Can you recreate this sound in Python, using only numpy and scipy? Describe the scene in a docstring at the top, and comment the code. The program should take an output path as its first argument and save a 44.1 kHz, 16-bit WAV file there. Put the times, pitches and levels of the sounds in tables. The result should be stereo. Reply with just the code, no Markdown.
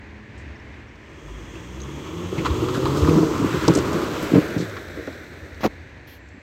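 """A car towing a light trailer bumps over a rural level crossing, right to left, 4.7 m from the microphone.
Its tyres rumble, roar and hiss on the asphalt, the engine pulls, and the front of the car whistles.
The wheels thump on the joints, trailer panels clank and chain clinks. Far off on the left, traffic
hums and a small bird chirps. The microphone has two close ports in one housing; near the end
something scuffs the left one with a sharp knock, and a soft puff of wind follows."""
import sys
import numpy as np
from scipy import signal
from scipy.fft import rfft, irfft, next_fast_len
from scipy.io import wavfile
from scipy.ndimage import map_coordinates

SR = 44100
rng = np.random.default_rng(int(sys.argv[2]) if len(sys.argv) > 2 else 0)


def wav_record(signal):
    """Record a signal, one row per channel, as 16-bit PCM in the file named by sys.argv[1]."""
    frames = np.transpose(np.atleast_2d(signal))
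    bounded = np.clip(frames, -1, 1)
    # unit amplitude maps onto the largest positive 16-bit level
    quanta = np.round(bounded * 32767).astype(np.int16)
    wavfile.write(sys.argv[1], SR, quanta)


N = 283122
TIME = np.arange(N) / SR


def amp(db):
    """Decibels to gain."""
    return 10 ** (np.asarray(db) / 20)


def unit(x):
    """Scale to rms 1."""
    return x / np.sqrt(np.mean(x ** 2) + 1e-20)


def along(points, hz):
    """Read (freq_hz, value) points on a log frequency axis."""
    freqs, values = np.transpose(points)
    return np.interp(np.log(hz + 1), np.log(freqs + 1), values)


def curve(points):
    """Read (time_s, value) points at every sample."""
    return np.interp(TIME, *np.transpose(points))


def held(start, end, rise_s, fall_s):
    """0-1 envelope: rises from start, holds until end, then falls."""
    return np.clip(np.minimum((TIME - start) / rise_s, 1 - (TIME - end) / fall_s), 0, 1)


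def wobble(rate):
    """A smooth random curve, rate knots a second."""
    return map_coordinates(rng.standard_normal(int(N * rate / SR) + 4), [TIME * rate])


def filtered(x, response):
    """Apply a gain that depends on frequency."""
    n = x.shape[-1]
    padded = next_fast_len(n + 4096, real=True)
    return irfft(rfft(x, padded) * response(np.fft.rfftfreq(padded, 1 / SR)), padded)[..., :n]


def coloured(x, spectrum):
    """Shape a sound by (freq_hz, gain_db) points."""
    return filtered(x, lambda hz: amp(along(spectrum, hz)))


def noise(spectrum, shape):
    """Coloured noise of rms 1."""
    return unit(coloured(rng.standard_normal(shape), spectrum))


def low_cut(x, corner_hz):
    """Take out the deep bass."""
    return signal.sosfilt(signal.butter(4, corner_hz, "high", fs=SR, output="sos"), x)


def add(track, start_s, sound):
    """Mix a sound into a track."""
    part = track[..., round(start_s * SR):][..., :sound.shape[-1]]
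    part += sound[..., :part.shape[-1]]


def drive(speed_m_per_s=7.04, closest_m=4.68, abreast_s=4.124, abreast_deg=-34.5):
    """A straight, steady pass: bearing (degrees, right positive), doublings of distance, hidden (0-1)."""
    past = speed_m_per_s * (TIME - abreast_s) / closest_m
    bearing = abreast_deg - np.degrees(np.arctan(past))
    doublings = np.log2(np.hypot(1, past))
    hidden = 1 - held(0.92, 5.62, rise_s=0.39, fall_s=0.42)  # in view on the open stretch of road
    return bearing, doublings, hidden


# Tyre layers from the roadside, by name; levels at the closest point, losses per doubling of distance:
# coming_db, coming_loss_db, going_db, going_loss_db, rough_gain_db, hidden_loss_db
TYRE_LAYERS = {"rumble": (-20, 11.5, -32, 12, 7, 6.5), "tread": (-27.5, 8, -30, 11, 6, 3),
               "hiss": (-34, 10.5, -43.5, 9.5, 5.5, 6.5), "fizz": (-45.5, 10.5, -50, 12.5, 6, 14)}
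# Rough stretches, the crossing being the roughest: start_s, end_s, roughness
ROUGH_ROAD = [(1.72, 2.207, 0.6), (2.221, 3.095, 1.18), (4.126, 4.277, 0.52), (4.881, 5.048, 0.37)]
# The wedge between tyre and road throws its roar ahead as each axle nears: start_s, end_s, level_db
WEDGE_FLARES = [(3.374, 3.674, -32), (4.028, 4.272, -36.5)]
# Tyre spectra at the roadside; from behind, the light trailer booms less: freq_hz, level_db
RUMBLE_AHEAD = [(25, -40), (45, -12), (70, -3.5), (105, -1), (160, -2.5), (220, -8), (275, -2), (318, 5),
                (400, -3.5), (500, -9.5), (700, -35), (1000, -69), (2000, -100)]
RUMBLE_BEHIND = [(25, -47), (70, -36), (120, -8), (180, 0.5), (230, -2.5), (320, 4), (410, 2.5), (500, -4),
                 (630, -5), (800, -46), (2000, -100)]
TREAD_AHEAD = [(300, -13), (560, -2.5), (730, -11), (1000, 0.5), (1280, -0.5), (1600, -11), (2200, -12.5),
               (3000, -13), (6000, -82)]
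TREAD_BEHIND = [(300, -29), (470, 7.5), (640, 6.5), (800, 1.5), (1050, 2.5), (1500, 4), (1900, -3.5),
                (2800, -9.5), (3700, -13), (4800, -23), (6000, -66)]
GROOVE_HISS = [(1000, -68), (2000, -1.5), (2800, -5), (3400, 0.5), (4500, -2.5), (6300, -4.5), (8000, -8),
               (9000, -14), (10000, -80), (14000, -80)]
GRIT_FIZZ = [(5000, -60), (8500, -20), (10000, -8), (12500, -0.5), (15500, -5.5)]
WEDGE_ROAR = [(700, -33), (1000, 2), (1350, 11), (1900, 0.5), (2700, 0), (3800, -3), (5000, -11.5),
              (7500, -8), (9500, -24), (12500, -18), (15500, -21)]

def tyres(bearing, doublings, hidden):
    """Rough asphalt shakes the tyres; tread blocks slap, air hisses from the grooves and grit crackles."""
    road = wobble(30)
    grit = unit(amp(0.85 * wobble(700)))
    behind = np.clip((10 - bearing) / 80, 0, 1)
    rough = sum(amount * held(start, end, rise_s=0.27, fall_s=0.43) for start, end, amount in ROUGH_ROAD)

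    def level(layer):
        coming_db, coming_loss, going_db, going_loss, rough_db, hidden_db = TYRE_LAYERS[layer]
        coming = (1 - behind) * (coming_db - coming_loss * doublings)
        going = behind * (going_db - going_loss * doublings)
        return amp(coming + going + rough_db * rough - hidden_db * hidden)

    def front_to_rear(front, rear, shape):
        return np.sqrt(1 - behind) * noise(front, shape) + np.sqrt(behind) * noise(rear, shape)

    rumble = level("rumble") * amp(1.36 * road) * front_to_rear(RUMBLE_AHEAD, RUMBLE_BEHIND, N)
    tread = level("tread") * amp(1.04 * road) * front_to_rear(TREAD_AHEAD, TREAD_BEHIND, (3, N))
    flare = sum(amp(db) * held(start, end, rise_s=0.14, fall_s=0.24) for start, end, db in WEDGE_FLARES)
    hiss = level("hiss") * noise(GROOVE_HISS, (3, N))
    fizz = level("fizz") * noise(GRIT_FIZZ, (3, N))
    wedge = flare * noise(WEDGE_ROAR, (3, N))
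    return rumble, tread + (hiss + fizz + wedge) * grit * amp(0.5 * road)


def firing(hz, orders, colour, unsteady, swell_db=2.7, flutter_db=0.5):
    """Engine harmonics locked to one slightly unsteady shaft, gliding through a fixed colour."""
    phase = 2 * np.pi * np.cumsum(hz * (1 + unsteady * wobble(24.74))) / SR
    out = np.zeros(N)
    for order, db in orders:
        level_db = db + along(colour, order * hz) + swell_db * wobble(8.3) + flutter_db * wobble(45)
        out += amp(level_db) * np.sin(order * phase + rng.uniform(0, 2 * np.pi))
    return np.sqrt(2) * out


# From the roadside, a low engine hum sinking, then the car's engine: time_s, pitch_hz
ENGINE_PITCH = [(0.0, 85.7), (0.8, 58.2), (1.22, 49.2), (1.6, 56.7), (1.85, 68.5), (2.05, 76.5), (2.3, 92),
                (2.55, 113), (2.68, 122.6), (2.82, 128.9), (3.0, 146.9), (3.11, 158.4), (3.21, 163.3),
                (3.38, 136), (3.84, 130.5), (3.95, 146.7), (4.18, 139.5), (4.56, 115.6), (4.85, 90.7),
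                (5.06, 83), (5.79, 87), (6.11, 77.3), (6.42, 82.6)]
# The hum swells, then the car's engine pulls: start_s, end_s, gain_db
ENGINE_SWELLS = [(0.2, 0.594, 12), (1.17, 1.7, 16.5), (1.62, 2.453, 19.5), (2.498, 3.004, 26),
                 (2.92, 3.262, 28), (4.577, 5.87, 12)]
# Overtones at the grille: firing_multiple, level_db
OVERTONES = [(2, -1.5), (3, -5.5), (4, -9), (5, -16.5), (6, -24)]
# The engine bay, heard from outside: freq_hz, gain_db
ENGINE_BAY = [(50, 0.5), (85, -5.5), (115, -1.5), (160, -0.5), (215, -3), (250, -16.5), (295, 1), (385, 3),
              (490, -2), (620, -10), (1000, -24)]

def engine(bearing, doublings, coasting_db=-46.5):
    """A low engine hum sinks in pitch; then the car's engine climbs over the crossing and eases off."""
    hz = curve(ENGINE_PITCH)
    swells_db = [db * held(start, end, rise_s=0.094, fall_s=0.25) for start, end, db in ENGINE_SWELLS]
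    exhaust = firing(hz, [(1, 0)], ENGINE_BAY, unsteady=0.002)
    overtones = firing(hz, OVERTONES, ENGINE_BAY, unsteady=0.002)
    grille = amp(-1 - 20 * np.clip(-bearing / 60, 0, 1))  # faces away once the car is past
    return amp(coasting_db + np.max(swells_db, axis=0) - 6 * doublings) * (exhaust + grille * overtones)


# Whistling hiss, heard from in front of the car: freq_hz, level_db
WHISTLE_BANDS = [(2000, -37), (2900, -41), (3200, 8.5), (3450, 7), (3800, -27), (4800, -30), (5700, -4),
                 (6400, 2), (7400, -5), (8300, -11), (8600, -6.5), (9200, -56), (12000, -60)]

def whistle(bearing, doublings, hidden, closest_db=-31, beam_deg=25):
    """Narrow bands of hiss, heard while the car faces the microphone."""
    off_beam_db = np.maximum(beam_deg - bearing, 0)  # 1 dB lost per degree
    level_db = closest_db - 11 * doublings - 14 * hidden - off_beam_db
    return amp(level_db + 0.97 * wobble(5)) * noise(WHISTLE_BANDS, (3, N))


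# Traffic far off on the left: time_s, level_db
TRAFFIC_LEVEL = [(0, -42.5), (.5, -39), (1, -43), (2, -43), (5.5, -41), (6, -41.5), (6.42, -44.5)]
# Its wash at the microphone: freq_hz, level_db
TRAFFIC_WASH = [(25, -33), (45, -10), (70, 4), (115, -3), (195, -15.5), (280, -6), (400, -13.5), (560, -15),
                (780, -14), (1000, -10.5), (1300, -20.5), (1750, -12), (2600, -19.5), (4000, -31),
                (7000, -40.5), (9500, -60), (15000, -59)]
# One distant engine: firing_multiple, level_db
FAR_ENGINE_ORDERS = [(1, 0), (2, -1), (4, -7)]

def far_traffic(bearing=-68, firing_hz=103.6, rise_hz_per_s=7.2, fade_db_per_s=7.5):
    """A wash of distant traffic; one engine stands out, gathering speed as it fades."""
    wash = amp(curve(TRAFFIC_LEVEL) + 0.81 * wobble(8)) * noise(TRAFFIC_WASH, (3, N))
    hz = firing_hz + rise_hz_per_s * TIME
    drone = firing(hz, FAR_ENGINE_ORDERS, colour=[(100, -6.5), (450, -5)], unsteady=0.0018)
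    return outdoors(wash, bearing, spread=0) + amp(-43.5 - fade_db_per_s * TIME) * drone


def chatter(spectrum, length_s, t60_s, contacts_per_s):
    """A blow and a quick run of lighter contacts, each ringing briefly."""
    t = np.arange(SR // 6) / SR
    touching = rng.random(len(t)) < contacts_per_s / SR
    contacts = touching * rng.uniform(0.1, 0.41, len(t)) * np.exp(-(t / length_s) ** 4)
    contacts[0] = 1
    power = np.abs(signal.fftconvolve(contacts ** 2, amp(-120 * t / t60_s))[:len(t)])
    return np.sqrt(power / power.max()) * noise(spectrum, (3, len(t)))


# Rail plates and loose trailer metal, from the roadside: start_s, level_db, length_s, pitch_hz
CLANKS = [(1.554, -41, 0.0072, 2680), (1.572, -38, 0.0069, 1740), (2.381, -28, 0.016, 2180),
          (2.448, -20, 0.016, 1210), (2.456, -12.5, 0.0085, 1150), (2.464, -15, 0.0053, 1120),
          (2.501, -23.5, 0.02, 1130), (2.686, -22, 0.0093, 1230), (2.746, -24, 0.019, 1460),
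          (2.856, -16, 0.0061, 1100), (3.047, -28, 0.0046, 1830), (3.072, -19, .011, 1090),
          (3.093, -23, .004, 2620), (3.682, -19, 0.0081, 970), (4.342, -23, 0.033, 550),
          (4.345, -20, 0.022, 1060), (4.767, -25, 0.007, 1270), (5.075, -21, 0.007, 553)]
# Resonances of a struck panel: pitch_multiple, level_db
PANEL_SPECTRUM = [(.27, -18), (.64, -16.5), (.9, 13.5), (1.13, 9.5), (1.45, -3.5), (2.7, -8.5), (4.5, -17),
                  (7.3, -43), (10, -45), (25, -54)]
# Bright chain and grit, from the roadside: start_s, level_db, length_s, pitch_hz, half_width_octaves
CLINKS = [(0.378, -55, 0.036, 6800, 0.38), (.957, -52, .003, 4850, .4), (1.802, -35, 0.0017, 4100, 0.18),
          (1.803, -37, .002, 6450, .04), (1.817, -32, 0.0033, 6430, .04), (1.834, -37.5, .002, 6450, .04),
          (2.456, -36.5, 0.013, 7300, 0.19), (2.617, -50, 0.015, 11700, 0.25),
          (2.74, -36, 0.039, 5200, 0.87), (2.853, -39, .006, 3200, 0.34), (2.969, -34, 0.03, 5500, 0.85),
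          (3.088, -40, .005, 12000, .4), (3.68, -14, .0026, 5790, 0.37), (3.737, -25.5, .004, 7000, .5),
          (3.751, -21, 0.0088, 6960, .4), (3.772, -25, 0.0059, 7300, .4), (3.786, -25, 0.0071, 6350, 0.4),
          (3.93, -33, 0.0061, 6950, 0.38), (4.226, -34.5, 0.02, 9000, 0.65),
          (4.58, -36.5, 0.057, 4500, 0.76), (5.07, -41, .004, 5500, 0.35)]
# The band near 10 kHz that the microphone ports swallow: freq_hz, gain_db
PORT_NOTCH = [(8000, 0), (9600, -10), (11300, 0)]

def rattles(doublings, ticks_per_s=3, tick_db=-33.5, tick_hz=5200):
    """Plates and trailer panels clank, chain clinks and stray grit ticks at random."""
    out = np.zeros((3, N))
    for start, db, length, hz in CLANKS:
        panel = [(multiple * hz, level) for multiple, level in PANEL_SPECTRUM]
        add(out, start, amp(db) * chatter(panel, length, t60_s=0.022 + 5.9 * length, contacts_per_s=410))
    ticks = []
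    for when, softness, pitch in rng.random((round(ticks_per_s * N / SR), 3)):
        db = tick_db - 10 * doublings[int(when * (N - 1))] - 6 * softness
        ticks.append((when * TIME[-1], db, 0.003, tick_hz * 2 ** (pitch - 0.5), 0.35))
    peak = [(-8, -38), (-0.6, 0), (0, 1), (1, -5), (2.5, -32), (16, -45)]  # offset_half_widths, level_db
    for start, db, length, hz, width in CLINKS + ticks:
        band = [(hz * 2 ** (offset * width), level) for offset, level in peak]
        add(out, start, amp(db) * chatter(band, length, t60_s=0.022 + 2 * length, contacts_per_s=1100))
    return coloured(out, PORT_NOTCH)


# A small bird far off on the left: start_s, length_s, start_hz, end_hz, level_db
CHIRPS = [(.553, .018, 5400, 5800, -59), (0.596, 0.014, 5450, 5900, -57), (.877, 0.023, 5800, 5500, -61),
          (6.093, .4, 7280, 7650, -73)]

def bird(bearing=-49, waver=0.031):
    """Thin, wavering glides: short chirps and one long rising whistle."""
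    out = np.zeros(N)
    for start, length, start_hz, end_hz, db in CHIRPS:
        progress = np.clip((TIME - start) / length, 0, 1)
        hz = (start_hz + (end_hz - start_hz) * progress) * (1 + waver * wobble(400))
        tone = np.sqrt(2) * np.sin(2 * np.pi * np.cumsum(hz) / SR)
        out += amp(db) * np.sin(np.pi * progress) * tone
    return ports(out, bearing)


# Wheels on joints and rails, metres away: start_s, level_db, rebound_gain_db, brightness_db_per_octave
JOINT_HITS = [(2.327, -26, -18, 4), (2.381, -23, -2.5, -7), (2.415, -27, -5, -2), (2.775, -21, -12, 6),
              (3.083, -14, -7, 0), (3.112, -19, -7, 2), (3.155, -15, -3, -9), (3.184, -16.5, -11, 5),
              (3.229, -15.5, -26, 7), (3.398, -20, -0.5, -4), (3.425, -22, 2, -2.5),
              (3.538, -19.5, -17, -1), (3.679, -11.5, -0.5, -2), (3.757, -16, -2, 5.5),
              (3.908, -24.5, -19, -1), (3.943, -23, -13, -5.5), (3.969, -27, -21, 0), (4.11, -32, -28, 12),
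              (4.219, -36, -12, -13), (4.315, -19, -3, 1), (4.333, -13.5, -9, 0), (4.356, -8.5, -1.5, 1.5),
              (4.563, -18, -10, -3.5), (4.601, -22, -4, -2), (4.971, -29, 0, 14), (5.076, -30.5, -14, 10)]
# Wheel and body modes: pitch_hz, level_db, t60_s
BODY_MODES = [(136, -8.5, 0.058), (177.5, -3.5, 0.074), (203.9, -6.5, 0.028), (297.5, 3.5, 0.063),
              (355.8, -3.5, 0.067), (400.6, -3.5, 0.054), (486, -9, 0.061), (603, -16, 0.042)]
# The suspension taking a dip: start_s, level_db, pitch_hz
SUSPENSION_DIPS = [(2.498, -8, 72), (3.02, -5, 77.6), (3.08, -9, 92), (3.691, -21, 88), (3.768, -16, 80),
                   (4.566, -18.5, 122)]

def thumps(rebound_s=0.019, attack_s=0.0016, blow_s=0.02, dip_t60_s=0.12):
    """Each joint sets wheel and body ringing, and again as the wheel lands; the deeper dips boom."""
    out, t = np.zeros(N), np.arange(SR // 4) / SR
    hz, level, t60 = np.transpose(BODY_MODES)[:, :, None]
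    for start, db, rebound_db, brightness in JOINT_HITS:
        for delay, gain_db in [(0, 0), (rebound_s, rebound_db)]:
            detune, strength, phase = rng.standard_normal((3, len(BODY_MODES), 1))
            mode_db = level + brightness * np.log2(hz / hz[0]) + 2 * strength
            modes = np.sin(2 * np.pi * hz * (1 + 0.044 * detune) * t + 0.98 * phase)
            ring = np.sum(amp(mode_db - 60 * t / t60) * modes, axis=0)
            ring *= 1 - np.exp(-t / attack_s)
            add(out, start + delay, amp(db + gain_db) * ring / np.std(ring[t < blow_s]))
    out = low_cut(out, corner_hz=100)
    for start, db, boom_hz in SUSPENSION_DIPS:
        envelope = amp(db - 60 * t / dip_t60_s) * (1 - np.exp(-t / 0.0035))
        add(out, start, envelope * np.sin(2 * np.pi * boom_hz * t))
    return low_cut(out, corner_hz=55)


# The asphalt between car and microphone scatters the treble: freq_hz, gain_db
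ASPHALT_BOUNCE = [(3200, -0.5), (6000, -8)]

def road_reflection(x, doublings, strength=0.44, abreast_lag_ms=0.56, from_s=4.59, rise_s=0.6):
    """Once the trailer is past, a bounce off the bare road cuts notches that rise as it draws away."""
    lag = abreast_lag_ms * 2 ** (-0.18 * doublings) * SR / 1000
    share = strength * np.clip((TIME - from_s) / rise_s, 0, 1)
    bounce = np.array([np.interp(np.arange(N) - lag, np.arange(N), row) for row in x])
    return (x + share * coloured(bounce, ASPHALT_BOUNCE)) / np.sqrt(1 + share ** 2)


# Scuffs on the left port, then a soft, low puff of wind: start_s, level_db, length_s, treble_db
PORT_BURSTS = [(5.606, -21.5, 0.0021, -11), (5.608, -32.5, 0.023, 18), (5.632, -16.5, 0.0085, 1),
               (5.638, -10, 0.027, -5.5), (5.665, -17, 0.012, -9), (6.342, -37, 0.042, -65)]
# The colour of those bursts at the port: freq_hz, level_db
PORT_SPECTRUM = [(25, -40), (60, -9.5), (160, -4.5), (290, 1.5), (550, -4), (1000, -8), (2000, -17.5),
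                 (4000, -24), (6500, -29.5), (9000, -52), (12000, -36), (15500, -39)]
# A soft swish just beside it: start_s, end_s, level_db
SWISHES = [(6.068, 6.137, -46.5)]
# The sound of that swish: freq_hz, level_db
SWISH_SPECTRUM = [(1000, -22), (2900, 10.5), (5000, 2), (7000, -4), (9000, -15), (11000, -1), (13000, 5),
                  (15500, -5)]

def scuffs_and_wind(edge_s=0.0016, release_s=5.676, swing_hz=76, swing_t60_s=0.081):
    """Abrupt, dry scuffs on the left port, a low swing on release, a swish, then a low puff of wind."""
    out, t = np.zeros(N), np.arange(SR // 10) / SR
    for start, db, length, treble_db in PORT_BURSTS:
        colour = [(hz, level + treble_db * np.clip(np.log2(hz / 200) / 3, 0, 1))
                  for hz, level in PORT_SPECTRUM]
        gate = np.clip(t / edge_s, 0, 1) * np.clip((length + edge_s - t) / edge_s, 0, 1)
        burst = gate * noise(colour, len(t))
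        add(out, start, amp(db) * burst * np.sqrt(length * SR / np.sum(burst ** 2)))
    add(out, release_s, amp(-17 - 60 * t / swing_t60_s) * np.sin(2 * np.pi * swing_hz * t))
    swish = sum(amp(db) * held(start, end, rise_s=0.0059, fall_s=0.061) for start, end, db in SWISHES)
    out += swish * noise(SWISH_SPECTRUM, N)
    return low_cut(out, corner_hz=55) * amp([[0], [-30]])


def ports(x, bearing, spacing_ms=0.52):
    """Sound reaches the nearer port first; the rows are left and right."""
    lead = np.sin(np.radians(bearing)) * spacing_ms * SR / 2000
    return np.array([map_coordinates(x, [np.arange(N) + side * lead], order=3) for side in (-1, 1)])


# Sound that reaches the microphone unscattered: freq_hz, power_share
DIRECT_SHARE = [(60, 0.93), (350, 0.81), (700, 0.89), (1300, 0.78), (3000, 0.56), (6000, 0.34),
                (9000, 0.073), (14000, 0.071)]
# The housing's shade, for sound from the right and from the left: freq_hz, left_minus_right_db
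SHADE_RIGHT = [(250, 14), (600, 22), (850, -3.5), (1400, 6.5), (2100, -3), (3000, 1.5), (4500, -2),
               (6500, -4), (8500, -16), (10000, -3), (13000, -8)]
SHADE_LEFT = [(250, -0.5), (600, 4.5), (850, 3), (1400, 3), (2100, 2), (3000, 5.5), (4500, 5), (6500, 7.5),
              (8500, -4.5), (10000, 7), (13000, 7)]

def outdoors(x, bearing, spread):
    """Row 0 arrives from the bearing, rows 1 and 2 from all around; the housing shades both."""
    direct = filtered(x[0], lambda hz: np.sqrt(along(DIRECT_SHARE, hz)))
    scattered = filtered(x[1:], lambda hz: np.sqrt(1 - along(DIRECT_SHARE, hz)))
    # close by, the wheels lie in many directions
    width = spread * np.cos(np.radians(np.clip(2 * (bearing + 20), -90, 90))) ** 2
    diffuse = scattered + np.sqrt(width) * (x[1:] - scattered)
    pair = np.sqrt(1 - width) * ports(direct, bearing) + diffuse

    def shade(table, hz):
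        gains = amp(np.outer([0.5, -0.5], along(table, hz)))
        return gains / np.sqrt(np.mean(gains ** 2, axis=0))

    from_right = filtered(pair, lambda hz: shade(SHADE_RIGHT, hz))
    from_left = filtered(pair, lambda hz: shade(SHADE_LEFT, hz))
    on_right = np.clip((bearing + 55) / 72, 0, 1)
    return on_right * from_right + (1 - on_right) * from_left


def scene():
    """Car and trailer pass from right to left in front of the roadside microphone."""
    bearing, doublings, hidden = drive()
    rumble, roar = tyres(bearing, doublings, hidden)
    bass = thumps() + rumble + engine(bearing, doublings)
    # bass from the right reaches both ports together; it is a little louder in the left one
    bass = ports(bass, np.minimum(bearing, 0), spacing_ms=0.54) * amp([[0.7], [-0.7]])
    around = far_traffic() + bird() + scuffs_and_wind()
    bright = road_reflection(roar, doublings) + whistle(bearing, doublings, hidden) + rattles(doublings)
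    return bass + around + outdoors(bright, bearing, spread=0.73)


def record(dry, top_hz=15830):
    """Peaks round off near full scale; nothing is kept above the band limit."""
    rounded = dry / (1 + np.abs(dry) ** 8) ** (1 / 8)
    return filtered(rounded, lambda hz: hz < top_hz)


dry = scene()
out = record(dry)
wav_record(out)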